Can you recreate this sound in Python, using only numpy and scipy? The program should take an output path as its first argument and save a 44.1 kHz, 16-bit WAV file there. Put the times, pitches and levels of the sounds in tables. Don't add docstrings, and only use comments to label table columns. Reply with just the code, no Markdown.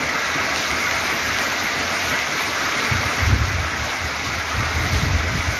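import sys
import numpy as np
from scipy import signal
from scipy.fft import rfft, irfft, next_fast_len
from scipy.io import wavfile
from scipy.ndimage import uniform_filter1d

SR = 44100
rng = np.random.default_rng(int(sys.argv[2]) if len(sys.argv) > 2 else 0)


def waveform_to_disk(signal):
    frames = np.transpose(np.atleast_2d(signal))
    scaled = np.clip(frames, -1, 1) * 32767
    samples = np.round(scaled).astype(np.int16)
    wavfile.write(sys.argv[1], SR, samples)


N = 246519


def from_db(db):
    return 10 ** (np.asarray(db) / 20)


def rms_one(x):
    return x / np.sqrt(np.mean(x ** 2) + 1e-20)


def seconds():
    return np.arange(N) / SR


def bump(t, centre_s, half_s):
    return np.exp(-0.5 * ((t - centre_s) / half_s) ** 2)


def drift(rate_hz):
    pole = np.exp(-80 * np.pi * rate_hz / SR)
    noise = rng.standard_normal(N // 40 + 2002)
    slow = signal.lfilter([1], [1, -2 * pole, pole * pole], noise)[2000:]
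    return np.interp(np.arange(N) / 40, np.arange(len(slow)), rms_one(slow))


def coloured(x, spectrum):
    size = 2 * next_fast_len(N // 2 + 1)
    hz, level_db = np.transpose(spectrum)
    bins_hz = np.maximum(np.arange(size // 2 + 1) * SR / size, 1)
    gain = from_db(np.interp(np.log(bins_hz), np.log(hz), level_db))
    cepstrum = irfft(np.log(gain), size)
    cepstrum[1:size // 2] *= 2
    cepstrum[size // 2 + 1:] = 0
    response = np.exp(rfft(cepstrum))
    return rms_one(irfft(rfft(x, size) * response, size)[..., :N])


# (time of full strength [s], rise [s], hold [s], fall [s], level [dB])
GUSTS = [(0.705, .03, .03, .04, -35.5), (0.98, 0.069, 0.069, .06, -39), (1.275, .05, .08, 0.034, -37.5),
         (1.77, .02, .02, .027, -37), (2.038, .015, 0.024, 0.064, -37.5),
         (2.915, 0.0076, 0.084, 0.045, -25.5), (3.23, 0.03, 0.2, 0.092, -21),
         (3.55, 0.022, 0.021, 0.13, -22.5), (3.797, 0.027, .03, .03, -27), (4.036, .03, .01, 0.053, -26),
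         (4.287, 0.048, .05, .13, -29), (4.585, 0.036, .025, 0.086, -20), (4.753, .015, 0.13, .02, -21.5),
         (4.916, .012, .27, 0.04, -20), (5.235, .012, 0.09, 0.043, -22.5), (5.375, 0.013, .015, 0.038, -24),
         (5.48, .02, 0.017, 0.041, -20.5)]
GUST_FLUTTER_DB, GUST_FLUTTER_HZ = 1.7, 20
BREEZE_DB, BREEZE_FLUTTER_DB, BREEZE_FLUTTER_HZ = -45.5, 4, 9.5


def gust_strength():
    t = seconds()
    power = 0
    for full_s, rise_s, hold_s, fall_s, level_db in GUSTS:
        rise = np.maximum(full_s - t, 0) / rise_s
        fall = np.maximum(t - full_s - hold_s, 0) / fall_s
        power = power + (from_db(level_db) * np.exp(-rise - fall)) ** 2
    gusts = np.sqrt(power) * from_db(GUST_FLUTTER_DB * drift(GUST_FLUTTER_HZ))
    breeze = from_db(BREEZE_DB + BREEZE_FLUTTER_DB * drift(BREEZE_FLUTTER_HZ))
    return 20 * np.log10(np.hypot(gusts, breeze))


def turbulence(spectrum, steadying):
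    eddies = coloured(rng.standard_normal(N), spectrum)
    envelope = np.abs(signal.hilbert(eddies, next_fast_len(N))[:N])
    swell = np.sqrt(uniform_filter1d(envelope ** 2, size=1100) + 1e-9)
    return rms_one(eddies / swell ** steadying)


STRONG_GUST_DB = -18.5
# (frequency [Hz], relative level [dB])
WIND_COLOUR = [(12, -56), (25, -38), (42, -12), (62, -12), (80, 9.5), (95, 2.5), (120, -5.5), (165, -14),
               (250, -25.5), (350, -48), (600, -34), (1500, -68)]
# (frequency [Hz], relative level [dB])
DEEP_COLOUR = [(12, -48), (28, -14), (45, 1), (65, 25), (85, -13), (130, -28), (300, -67)]


def wind(gust_db, level_db, side_db, deep_db):
    boom = turbulence(WIND_COLOUR, steadying=0.73)
    deep_gain = from_db(deep_db + 1.1 * (gust_db - STRONG_GUST_DB))
    deep = deep_gain * turbulence(DEEP_COLOUR, steadying=0.58)
    apart = coloured(rng.standard_normal(N), WIND_COLOUR) * np.array([[1], [-1]])
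    return from_db(gust_db + level_db) * (boom + deep + from_db(side_db) * apart)


# (time [s], half-length [s], level [dB])
PUFFS = [(2.937, 0.023, -26), (3, 0.014, -32), (3.329, 0.027, -19.5), (3.41, .018, -28), (3.519, .016, -25),
         (4.618, .018, -24.5), (4.85, 0.05, -28), (4.935, .016, -28), (5.05, 0.032, -23.5),
         (5.174, 0.024, -34), (5.265, 0.031, -32), (5.372, .018, -26.5)]
# (frequency [Hz], relative level [dB])
PUFF_COLOUR = [(60, -25), (110, 11), (155, 1.5), (250, 2), (350, -5), (480, -7.5), (900, -36), (2000, -60)]
SMALL_PUFF_DB, PUFF_FOLLOWS_DB_PER_DB = -31.5, 2.3


def puffs(gust_db):
    t = seconds()
    big = sum(from_db(level_db) * bump(t, centre_s, half_s) for centre_s, half_s, level_db in PUFFS)
    small = from_db(SMALL_PUFF_DB + PUFF_FOLLOWS_DB_PER_DB * (gust_db - STRONG_GUST_DB))
    return np.hypot(big, small) * turbulence(PUFF_COLOUR, steadying=0.63)


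# (time [s], peak level [dB], push length [s], thump pitch [Hz])
BUFFETS = [(2.914, -17, 0.0032, 106), (3.055, -17, 0.0075, 94), (3.262, -9, 0.0074, 80),
           (3.329, -2.5, 0.0099, 90), (3.406, -8.5, .0055, 82), (4.589, -22, 0.0073, 102),
           (4.927, -16, 0.0024, 126.6), (5.023, -12, .0037, 135), (5.104, -6.5, 0.0066, 81),
           (5.18, -25, 0.0037, 80), (5.351, -11.5, 0.0027, 123)]


def buffets(width_octaves):
    t = seconds()
    out = np.zeros(N)
    for centre_s, peak_db, length_s, hz in BUFFETS:
        band_hz = hz * 2 ** (width_octaves * np.array([-0.5, 0.5]))
        port = signal.butter(2, band_hz, "band", fs=SR, output="sos")
        phase = np.clip((t - centre_s + length_s / 2) / length_s, -0.5, 0.5)
        push = np.cos(np.pi * phase) ** 2
        thump = signal.sosfilt(port, push + 1e-18)
        out += from_db(peak_db) * thump / np.abs(thump).max()
    return out


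# (time [s], peak level [dB])
NEAR_DROPS = [(.419, -17), (.546, -12), (.561, -6), (.596, -12), (.626, -13), (.714, -11), (.864, -20),
              (.912, -7), (1.387, -6), (2.19, -8), (2.437, -15), (2.616, -14), (2.774, -19), (2.97, -15),
              (3.385, -18)]
# (frequency [Hz], relative level [dB])
TICK_COLOUR = [(200, -33), (900, -19), (2100, 7), (3200, -2), (6400, -7), (7100, -10), (7900, -47),
               (13000, -37)]


def near_drops(per_s, small_db):
    lands = rng.random(N) < per_s / SR
    clicks = lands * from_db(small_db + rng.normal(0, 2.5, N)) * rng.choice([-1, 1], N)
    for time_s, peak_db in NEAR_DROPS:
        clicks[round(time_s * SR)] = from_db(peak_db)
    tick = coloured(signal.unit_impulse(N), TICK_COLOUR)[:SR // 100]
    return signal.oaconvolve(clicks, tick / np.abs(tick).max())[:N]


def shower(per_s, spread_db, wash_db):
    sizes = from_db(spread_db * np.minimum(rng.exponential(1, N), 4)) * rng.choice([-1, 1], N)
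    near = rms_one(sizes * (rng.random(N) < per_s / SR))
    return rms_one(near + from_db(wash_db) * rng.standard_normal(N))


def patchy(x, low_hz, high_hz, patchy_db, rate_hz, count):
    hz, spectrum = np.arange(N // 2 + 1) * SR / N, rfft(x)
    centres_hz = np.linspace(low_hz, high_hz, count)
    out = np.zeros(N)
    for share in np.eye(count):
        band = irfft(spectrum * np.interp(hz, centres_hz, share), N)
        out += band * from_db(patchy_db * drift(rate_hz))
    return rms_one(out)


# (frequency [Hz], relative level [dB])
SPRAY_COLOUR = [(6500, -30), (8150, -9.5), (8800, 1), (9900, 3), (10600, -2), (11400, 4.5), (13400, 2),
                (13900, -20)]


def spray(droplets):
    hiss = coloured(droplets + rng.standard_normal(N), SPRAY_COLOUR)
    return patchy(hiss, 9660, 12100, patchy_db=3.0, rate_hz=11.0, count=4)


# (frequency [Hz], relative level [dB])
SPLASH_COLOUR = [(1500, -26.5), (2500, 2.5), (3100, -0.5), (3850, 2), (4300, 0), (5200, -0.4), (6000, 0.5),
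                 (6800, -4), (7000, -11), (7450, -13.5), (7800, -52), (9000, -38)]


def splash(impacts, droplets):
    hiss = coloured(0.5 * impacts + droplets, SPLASH_COLOUR)
    return patchy(hiss, 3160, 6980, patchy_db=1.38, rate_hz=16.0, count=7)


# (frequency [Hz], relative level [dB])
DRUM_COLOUR = [(85, -11), (130, -3), (215, -1.5), (262, 3.2), (340, -1.5), (500, -2), (590, 0), (660, 2),
               (760, -0.2), (900, -3.5), (1150, -21), (2000, -52)]


def drumming():
    drum = coloured(shower(per_s=3200, spread_db=3.0, wash_db=3.5), DRUM_COLOUR)
    return patchy(drum, 194, 1050, patchy_db=2.5, rate_hz=18, count=7)


def ring(clicks, hz, t60_s):
    r, w = from_db(-60 / (t60_s * SR)), 2 * np.pi * hz / SR
    return signal.lfilter([0, np.sin(w)], [1, -2 * r * np.cos(w), r * r], clicks + 1e-18)


# (frequency [Hz], relative level [dB], t60 [s])
SHEET_MODES = [(266, -6.5, 0.068), (434.4, -2.5, 0.13), (664, -3.5, 0.1), (875, -4, 0.054), (1280, 6, 0.18),
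               (1556, -3.5, 0.16), (1655, 0, 0.051), (1950, -3, 0.19), (2082, -5, 0.11), (2260, -8, 0.053),
               (2636, -16, 0.12)]


def fat_drops(per_s, spread_db):
    lands = rng.random(N) < per_s / SR
    hits = lands * from_db(spread_db * np.minimum(rng.exponential(1, N), 3))
    out = np.zeros(N)
    for hz, level_db, t60_s in SHEET_MODES:
        mode = ring(hits * rng.standard_normal(N), hz, t60_s)
        out += from_db(level_db) * rms_one(mode)
    return rms_one(out)


def patter(per_s, bunch_db, bunch_rate_hz, spread_db, t60_s, low_hz, high_hz):
    lands = rng.random(N) < per_s / SR * from_db(bunch_db * drift(bunch_rate_hz))
    sizes = from_db(spread_db * np.minimum(rng.exponential(1, N), 3))
    pitches_hz = low_hz + (high_hz - low_hz) * rng.random(N)
    age_s = np.arange(SR // 5) / SR
    decay = np.exp(-np.log(1000) * age_s / t60_s)
    out = np.zeros(N + len(age_s))
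    for i in np.flatnonzero(lands):
        out[i:i + len(age_s)] += sizes[i] * decay * np.sin(2 * np.pi * pitches_hz[i] * age_s)
    return rms_one(out[:N])


# (frequency [Hz], relative level [dB])
ROOF_COLOUR = [(500, -20), (800, -7.5), (1000, -2.5), (1250, -2.7), (1400, -1.35), (1650, -1.5),
               (2000, -0.36), (2220, -0.1), (2450, -7.5), (2700, -10), (3000, -14), (4500, -49)]


def roof_roar(impacts):
    roar = patchy(coloured(impacts, ROOF_COLOUR), 1110, 2820, patchy_db=1.13, rate_hz=13.0, count=9)
    drops = patter(per_s=300, bunch_db=1.9, bunch_rate_hz=24, spread_db=1.5,
                   t60_s=0.19, low_hz=1098.8, high_hz=2900)
    pings = coloured(drops, ROOF_COLOUR)
    return rms_one(roar + from_db(-1.5) * pings) + from_db(-13.5) * fat_drops(per_s=60, spread_db=0.5)


# (time [s], level [dB])
RAIN_LEVEL = [(0.0, -1.5), (0.3, -1), (0.6, 0.5), (3.0, 0), (3.7, -1.3), (5.59, 0.7)]
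# (time [s], half-length [s], roof and drum change [dB], splash change [dB])
SURGES = [(.4, 0.032, 1.5, -1), (0.58, 0.055, -0.6, 1.2), (0.744, .04, 0.5, -0.5), (0.9, .05, 1, -1),
          (1.126, 0.022, 1.5, 0), (1.41, .018, 2, 1.2), (2.056, 0.017, 0.3, 2.8), (2.15, 0.018, 3, -0.5),
          (2.255, 0.017, 0.5, -.5), (2.375, .028, 0.7, 1), (2.647, 0.037, 0.9, 0.5), (2.818, 0.07, 1, 1),
          (3.2, 0.094, 1.2, 1.3), (3.873, 0.06, 0.8, 2), (4.267, 0.02, -1, 3), (4.772, 0.094, 1.8, 0.5),
          (4.96, .045, 1.3, 2.8), (5.266, .03, 1, -1.3), (5.462, .05, 1, 0)]
DRUM_DB, ROOF_DB, SPLASH_DB, SPRAY_DB = -31, -23.5, -29, -46
DRUM_FOLLOWS, ROOF_FOLLOWS, SPRAY_FOLLOWS = 0.18, 0.069, 1.65


def rain():
    t = seconds()
    curve_db = np.interp(t, *np.transpose(RAIN_LEVEL))
    on_roofs_db, on_splash_db = np.zeros(N), np.zeros(N)
    for centre_s, half_s, roof_db, splash_db in SURGES:
        surge = bump(t, centre_s, half_s)
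        on_roofs_db += roof_db * surge
        on_splash_db += splash_db * surge
    impacts = shower(per_s=3200, spread_db=2.0, wash_db=5.0)
    droplets = shower(per_s=3500, spread_db=1.0, wash_db=1.5)
    flurries = drift(29)
    drum_db = DRUM_DB + DRUM_FOLLOWS * curve_db + on_roofs_db
    roof_db = ROOF_DB + ROOF_FOLLOWS * curve_db + on_roofs_db + 0.18 * drift(10)
    splash_db = SPLASH_DB + curve_db + on_splash_db + 0.5 * flurries
    spray_db = SPRAY_DB + SPRAY_FOLLOWS * (curve_db + on_splash_db) + 1.2 * flurries
    return (spray(droplets) * from_db(spray_db)
            + splash(impacts, droplets) * from_db(splash_db)
            + drumming() * from_db(drum_db)
            + roof_roar(impacts) * from_db(roof_db))


def scene():
    gust_db = gust_strength()
    air = wind(gust_db, level_db=0.6, side_db=-25, deep_db=-3.5)
    air = air + puffs(gust_db) + buffets(width_octaves=0.69)
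    return air + near_drops(per_s=15, small_db=-22.0) + rain()


THRESHOLD_DB, SQUEEZE_DB_PER_DB, SINK_DB_PER_S = -18, 0.29, 0.1


def gain_control(x):
    power = uniform_filter1d(np.mean(x ** 2, axis=0), size=900)
    level_db = 10 * np.log10(power + 1e-12)
    cut_db = SQUEEZE_DB_PER_DB * np.maximum(level_db - THRESHOLD_DB, 0)
    sink_db = SINK_DB_PER_S * seconds()
    return x * from_db(-sink_db - np.maximum.accumulate(cut_db - sink_db))


# (frequency [Hz], width [Hz], depth [0-1])
PORT_DIP = (1805, 82, 0.53)
LOW_CUT_HZ, CUTOFF_HZ = 41, 13700


def record(dry):
    hz, width_hz, depth = PORT_DIP
    lean = signal.sosfilt(signal.butter(4, LOW_CUT_HZ, "high", fs=SR, output="sos"), dry)
    peak = signal.lfilter(*signal.iirpeak(hz, hz / width_hz, fs=SR), lean)
    levelled = gain_control(lean - depth * peak)
    return signal.sosfilt(signal.ellip(10, 0.1, 80, CUTOFF_HZ, fs=SR, output="sos"), levelled)


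dry = scene()
out = record(dry)
waveform_to_disk(out)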